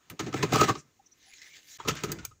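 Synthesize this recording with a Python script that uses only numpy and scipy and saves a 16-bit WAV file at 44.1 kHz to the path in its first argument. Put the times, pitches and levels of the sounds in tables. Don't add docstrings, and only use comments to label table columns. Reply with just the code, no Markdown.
import sys
import numpy as np
from scipy import signal
from scipy.io import wavfile
from scipy.ndimage import uniform_filter1d

SR = 44100
rng = np.random.default_rng(int(sys.argv[2]) if len(sys.argv) > 2 else 0)


def transcribe(u):
    v = np.clip(np.atleast_2d(u).T, -1, 1)
    q = np.round(v * 32767).astype(np.int16)
    wavfile.write(sys.argv[1], SR, q)


N = 105840

# frequency_hz, level_db
SNAP_SPECTRUM = [(2000, -31.5), (6000, -15), (8500, 7), (10500, 4.5), (13500, 6), (15000, 15), (16000, -4)]
DIP_START_S, DIP_END_S = 1.775, 1.786
LEAD_S = .03


def amp(db):
    return 10 ** (np.asarray(db) / 20)


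def unit_rms(x):
    return x / np.sqrt(np.mean(x ** 2) + 1e-20)


def unit_peak(x, size=200):
    return x / np.sqrt(uniform_filter1d(x ** 2, size).max() + 1e-20)


def value_at(points, hz):
    point_hz, value = np.transpose(points)
    return np.interp(np.log(hz + 1), np.log(point_hz), value)


def fader(points, column=1):
    rows = np.array(points)
    return amp(np.interp(np.arange(N) / SR, rows[:, 0], rows[:, column]))


def add(mix, start_s, sound):
    part = mix[max(round(start_s * SR), 0):][:len(sound)]
    part += sound[:len(part)]


def colour(spectrum, size=4096):
    log_gain = np.log(amp(value_at(spectrum, abs(np.fft.fftfreq(size, 1 / SR)))))
    minimum_phase = np.exp(np.conj(signal.hilbert(log_gain)))
    return np.fft.ifft(minimum_phase).real[:size // 2]


def ring(modes, pitch=1, size=10000):
    t = np.arange(size) / SR
    return sum((-1) ** k * amp(db) * np.exp(-np.log(1000) * t / t60) * np.sin(2 * np.pi * hz * pitch * t)
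               for k, (hz, db, t60) in enumerate(modes))


def grains(size, per_s, spread_db):
    impacts = rng.choice([-1., 1.], size) * (rng.random(size) < per_s / SR)
    return impacts * amp(spread_db * np.minimum(rng.exponential(1, size), 4))


def rustle(spectrum, per_s, spread_db):
    return unit_rms(signal.fftconvolve(grains(N, per_s, spread_db), colour(spectrum))[:N])


def shifting(x, depth_db):
    bands = signal.stft(x, nperseg=256)[2]
    patches = uniform_filter1d(rng.standard_normal(bands.shape), size=4, axis=0)
    patches = unit_rms(uniform_filter1d(patches, size=18, axis=1))
    return unit_rms(signal.istft(bands * amp(depth_db * patches), nperseg=256)[1][:N])


def chatter(attack_s, decay_s, size=5000):
    t = np.arange(size) / SR - LEAD_S
    envelope = np.exp(-np.where(t < 0, .5 * (t / attack_s) ** 2, t / decay_s))
    force = grains(size, per_s=8000, spread_db=3.5) * envelope
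    force /= np.linalg.norm(force) + 1e-12
    force[round(LEAD_S * SR)] += 0.097
    return force


def rubbing():
    # time_s, rumble_db, scrape_db
    strokes = [(0, -91, -72), (.098, -69, -69), (.113, -44.5, -53), (.145, -49, -68), (.185, -68, -66),
               (.21, -39, -45.5), (.29, -37, -55), (.315, -46, -58.5), (.368, -35.5, -40.5),
               (.422, -36, -45.5), (.438, -22, -39.5), (.48, -45, -48.5), (.518, -36.5, -43),
               (.537, -26, -30.5), (.59, -33.5, -29), (.64, -27.5, -31), (.668, -42.5, -40),
               (.705, -29, -33), (.735, -40.5, -49), (.78, -47, -52.5), (.825, -60.5, -73.5),
               (.92, -82.5, -78.5), (1.775, -89, -75), (1.79, -62, -54), (1.848, -59.5, -53.5),
               (1.92, -37.5, -44), (1.95, -49, -48.5), (2.015, -51.5, -46), (2.06, -39.5, -51),
               (2.12, -38.5, -49.5), (2.17, -41.5, -58), (2.205, -47, -56), (2.24, -60.5, -57.5),
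               (2.29, -85, -73), (2.4, -88, -86)]
    # frequency_hz, level_db
    rumble_spectrum = [(25, -38), (50, -23), (85, -11.5), (118, 2), (170, -1), (240, -0.5), (380, -7.5),
                       (550, -16.5), (3000, -53.5)]
    # frequency_hz, level_db
    scrape_spectrum = [(200, -11.5), (600, 3.5), (1250, 11), (1700, 8), (2600, 6), (5200, -2.5),
                       (6700, 1.5), (7700, -4.5), (9000, -17), (13500, -33), (15100, -10.5), (16000, -21.5)]
    rumble = rustle(rumble_spectrum, per_s=1500, spread_db=1.2)
    scrape = shifting(rustle(scrape_spectrum, per_s=14000, spread_db=4.5), depth_db=2.5)
    return fader(strokes, column=1) * rumble + fader(strokes, column=2) * scrape


def knocks():
    # peak_s, attack_s, decay_s, thump_db, ring_db, ring_hz, crack_db, snap_db
    hits = [ (0.101, 0.0015, 0.0073, -65, -48.5, 1280, -42, -44.5),
            (0.195, 0.0017, 0.0037, -38, -37.5, 1335, -35, -54),
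            (.201, 0.0037, 0.0085, -32, -35.5, 1270, -32.5, -52),
            (0.266, 0.0021, 0.019, -35, -47.5, 1330, -43, -76),
            (0.33, 0.0025, 0.0033, -54, -39, 1270, -42, -68),
            (0.343, 0.0036, 0.0057, -25, -33, 1326, -33.5, -56),
            (0.4319, 0.0029, 0.0066, -22.5, -27, 1010, -25, -45.5),
            (0.525, 0.0026, 0.0058, -20, -30.5, 1290, -30, -50.5),
            (.534, 0.0017, 0.011, -30, -41, 1280, -29.5, -42),
            (.546, 0.0012, 0.0037, -33, -28.5, 1330, -32, -47.5),
            (.56, 0.0024, 0.0037, -21.5, -26, 1220, -26.5, -39.5),
            (.612, 0.0039, 0.0014, -27, -20.5, 1248, -30, -42),
            (.615, 0.0024, 0.0035, -19, -19.5, 1275, -21.5, -41),
            (.637, 0.0039, 0.011, -24.5, -30.5, 1250, -28.5, -50),
            (.694, 0.01, 0.01, -25, -28.5, 1012, -31, -46.5),
            (.755, 0.0031, 0.0058, -41, -38.5, 1208, -42, -78),
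            (1.8507, 0.00071, 0.024, -37.5, -40.5, 1260, -51, -95),
            (1.882, 0.0035, 0.0067, -27, -34, 1330, -34, -45.5),
            (1.889, 0.0043, 0.0091, -29, -27.5, 1340, -23, -39),
            (1.910, 0.0049, 0.0042, -61, -47, 1310, -33, -67.5),
            (1.954, 0.0015, 0.0053, -44, -43, 1450, -44, -53.5),
            (1.97, 0.0035, 0.016, -57, -52, 1410, -39.5, -80),
            (2.037, 0.0012, 0.011, -25.5, -33, 1380, -29.5, -43.5),
            (2.093, 0.0063, 0.019, -35.5, -51, 1330, -47, -82),
            (2.124, 0.0029, 0.0022, -40, -44, 1624, -37, -43.5),
            (2.188, 0.0015, 0.013, -63, -45, 1450, -45.5, -81),
            (2.253, 0.0038, 0.0042, -76, -44.5, 1390, -43, -70),
            (2.313, 0.0014, 0.009, -65, -56, 1257, -65, -90.5)]
    # pitch_hz, level_db, t60_s
    trim_modes = [(111.7, -9, 0.084), (163, -7, 0.063), (213, -1.5, 0.037), (317, 0.5, 0.041),
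                  (422.6, 0, 0.045), (500, -2, 0.015), (609, -5.5, 0.039), (770, -6, 0.035)]
    # pitch_hz, level_db, t60_s
    box_modes = [(121, -3, 0.072), (224, 4.5, 0.023), (347, -3, 0.046), (418, -1, 0.044), (578, -9, 0.017)]
    # pitch_ratio, level_db, t60_s
    panel_modes = [(.72, -17, 0.011), (.95, -6, 0.01), (1.0, 8.5, 0.024)]
    # frequency_hz, level_db
    crack_spectrum = [(150, -29), (450, -20), (800, -8), (1300, -2), (1600, 4.5), (2300, 3), (3200, -0.5),
                      (5200, -3.5), (6600, -0.5), (7600, -8.5), (9000, -34.5), (16000, -52.5)]
    trim, box = ring(trim_modes), ring(box_modes)
    crack, snap = colour(crack_spectrum), colour(SNAP_SPECTRUM)
    out = np.zeros(N)
    for peak_s, attack_s, decay_s, thump_db, ring_db, ring_hz, crack_db, snap_db in hits:
        force = chatter(attack_s, decay_s)
        boom = trim if peak_s < DIP_START_S else box
        panel = ring(panel_modes, ring_hz)
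        for body, db in (boom, thump_db), (panel, ring_db), (crack, crack_db), (snap, snap_db):
            add(out, peak_s - LEAD_S, amp(db) * unit_peak(signal.fftconvolve(force, body)))
    low_cut = signal.butter(2, 110, "highpass", fs=SR, output="sos")
    return signal.sosfilt(low_cut, out)


def squeaks():
    # middle_s, length_s, pitch_hz,
    # width_hz, glide_hz, level_db
    slips = [ (.556, .036, 1237, 300, -6, -24), (0.615, 0.098, 1257, 130, 43.5, -24),
             (.698, .04, 1165, 100, -8, -21), (0.791, 0.072, 6400, 3000, -5, -52),
             (1.002, 0.023, 802, 20, 1.5, -56), (1.068, 0.025, 5960, 940, -300, -57),
             (1.126, 0.034, 5950, 750, -300, -56.5), (1.185, 0.041, 12300, 600, 1999, -77),
             (1.285, 0.069, 762, 114, -53, -66.5), (1.29, 0.11, 10040, 110, 197, -67.5),
             (1.479, 0.062, 9820, 110, -150, -71), (1.531, 0.13, 2265, 220, 54, -55),
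             (1.729, .14, 6340, 1950, -8, -51.5)]
    arch_depth = 0.037
    offset_hz = np.fft.fftfreq(SR, 1 / SR)
    out = np.zeros(N)
    for middle_s, length_s, pitch_hz, width_hz, glide_hz, db in slips:
        progress = np.arange(0, length_s, 1 / SR) / length_s
        arch = np.sin(np.pi * progress)
        noise = rng.standard_normal(SR) + 1j * rng.standard_normal(SR)
        blur = np.fft.ifft(np.fft.fft(noise) / (1 + (2 * offset_hz / width_hz) ** 4))[:len(arch)]
        hz = pitch_hz * (1 + arch_depth * (arch - 1)) + glide_hz * (progress - .5)
        cycles = np.cumsum(hz) / SR
        tone = (blur / np.sqrt(abs(blur)) * np.exp(2j * np.pi * cycles)).real
        add(out, middle_s - length_s / 2, amp(db) * unit_peak(arch ** 2 * tone))
    return out


def sleeve():
    # time_s, level_db
    swish_curve = [(1.1, -78), (1.17, -70.5), (1.24, -60.5), (1.332, -58), (1.338, -48.5), (1.346, -55),
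                   (1.37, -56.5), (1.414, -58), (1.419, -49), (1.432, -53), (1.52, -57.5), (1.57, -51.5),
                   (1.62, -62), (1.69, -55.5), (1.77, -52.5), (1.8, -94)]
    # frequency_hz, level_db
    cloth_spectrum = [(100, -13.5), (1150, -19), (1900, 1.5), (2800, -4), (3700, 0.5), (5000, -3),
                      (6500, -2), (7500, -6), (8700, -24.5), (13500, -28), (15100, -13.5), (16000, -25)]
    # time_s, level_db
    fizz_curve = [(1.57, -87), (1.68, -64.5), (1.752, -63), (1.775, -62), (1.786, -108)]
    friction = shifting(rustle(cloth_spectrum, per_s=13000, spread_db=0.97), depth_db=4.5)
    crackles = amp(-4) * rustle(cloth_spectrum, per_s=580, spread_db=3.5)
    fizz = rustle(SNAP_SPECTRUM, per_s=9000, spread_db=3)
    return fader(swish_curve) * unit_rms(friction + crackles) + fader(fizz_curve) * fizz


def glove_box_swing():
    # time_s, level_db
    swing_curve = [(1.78, -85), (1.89, -43), (2.0, -61), (2.1, -49), (2.27, -56), (2.4, -72)]
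    # frequency_hz, level_db
    swing_spectrum = [(25, -20.5), (55, -6), (110, -1), (170, -16.5), (600, -61)]
    return fader(swing_curve) * rustle(swing_spectrum, per_s=3000, spread_db=1)


def latch():
    # pitch_hz, level_db, t60_s
    housing_modes = [(350, -10, 0.057), (914, -2.5, .03), (1190, -2, 0.025), (1437, -5, 0.028),
                     (3280, -12.5, 0.046), (3970, -9, .01), (7100, -9, 0.011)]
    release_s = 1.801
    tick = signal.fftconvolve(chatter(attack_s=0.002, decay_s=0.0067), ring(housing_modes))
    out = np.zeros(N)
    add(out, release_s - LEAD_S, amp(-36) * unit_peak(tick))
    return out


def contents_clicks():
    # peak_s, level_db, decay_s
    taps = [(2.036, -39, 0.0012), (2.1184, -28.5, 0.0034), (2.2516, -29.5, 0.0016)]
    # pitch_hz, level_db, t60_s
    object_modes = [(2342, -10.5, 0.03), (4875, 1, 0.008), (5970, 0.5, 0.012), (6600, 3, 0.015),
                    (8140, 3.5, 0.0046), (10900, 0, 0.0015), (14800, 5, 0.0055)]
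    out, body = np.zeros(N), ring(object_modes)
    for peak_s, db, decay_s in taps:
        click = signal.fftconvolve(chatter(attack_s=0.00085, decay_s=decay_s), body)
        add(out, peak_s - LEAD_S, amp(db) * unit_peak(click, size=100))
    return out


def cabin(x, size=22050):
    # frequency_hz, t60_s
    decay_times = [(100, .42), (300, 0.072), (1200, 0.22), (7000, 0.3), (15000, 0.16)]
    early_db, early_decay_s, tail_db = -10, 0.0071, -20
    t = np.arange(size) / SR
    early = grains(size, per_s=2500, spread_db=1) * np.exp(-t / early_decay_s) * (t > .0015)
    late = grains(size, per_s=4000, spread_db=0.74) * (t > .008)
    hz, frame_s, bands = signal.stft(late, SR, nperseg=256)
    fade = np.exp(-np.log(1000) * frame_s / value_at(decay_times, hz)[:, None])
    tail = signal.istft(bands * fade, SR, nperseg=256)[1][:size]
    response = amp(early_db) * early / np.linalg.norm(early) + amp(tail_db) * tail / np.linalg.norm(tail)
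    return x + signal.fftconvolve(x, response)[:N]


def scene():
    # frequency_hz, level_db
    hiss_spectrum = [(25, -24), (55, -0.5), (130, -7.5), (300, 2), (700, -12.5), (4500, -18.5),
                     (6700, -6.5), (8700, -24), (13500, -34), (15100, -17), (16000, -27.5)]
    handling = rubbing() + knocks() + squeaks() + sleeve()
    handling += glove_box_swing() + latch() + contents_clicks()
    hiss = amp(-73) * rustle(hiss_spectrum, per_s=41000, spread_db=0.63)
    return (cabin(handling) + hiss)[None]


def record(dry):
    dip_db, cutoff_hz = -24.5, 15750
    t = np.arange(N) / SR
    dip = np.where((t > DIP_START_S) & (t < DIP_END_S), amp(dip_db), 1)
    high_cut = signal.firwin(255, cutoff_hz, window=("kaiser", 8), fs=SR)
    return signal.oaconvolve(dry * dip, high_cut[None], "same")


dry = scene()
out = record(dry)
transcribe(out)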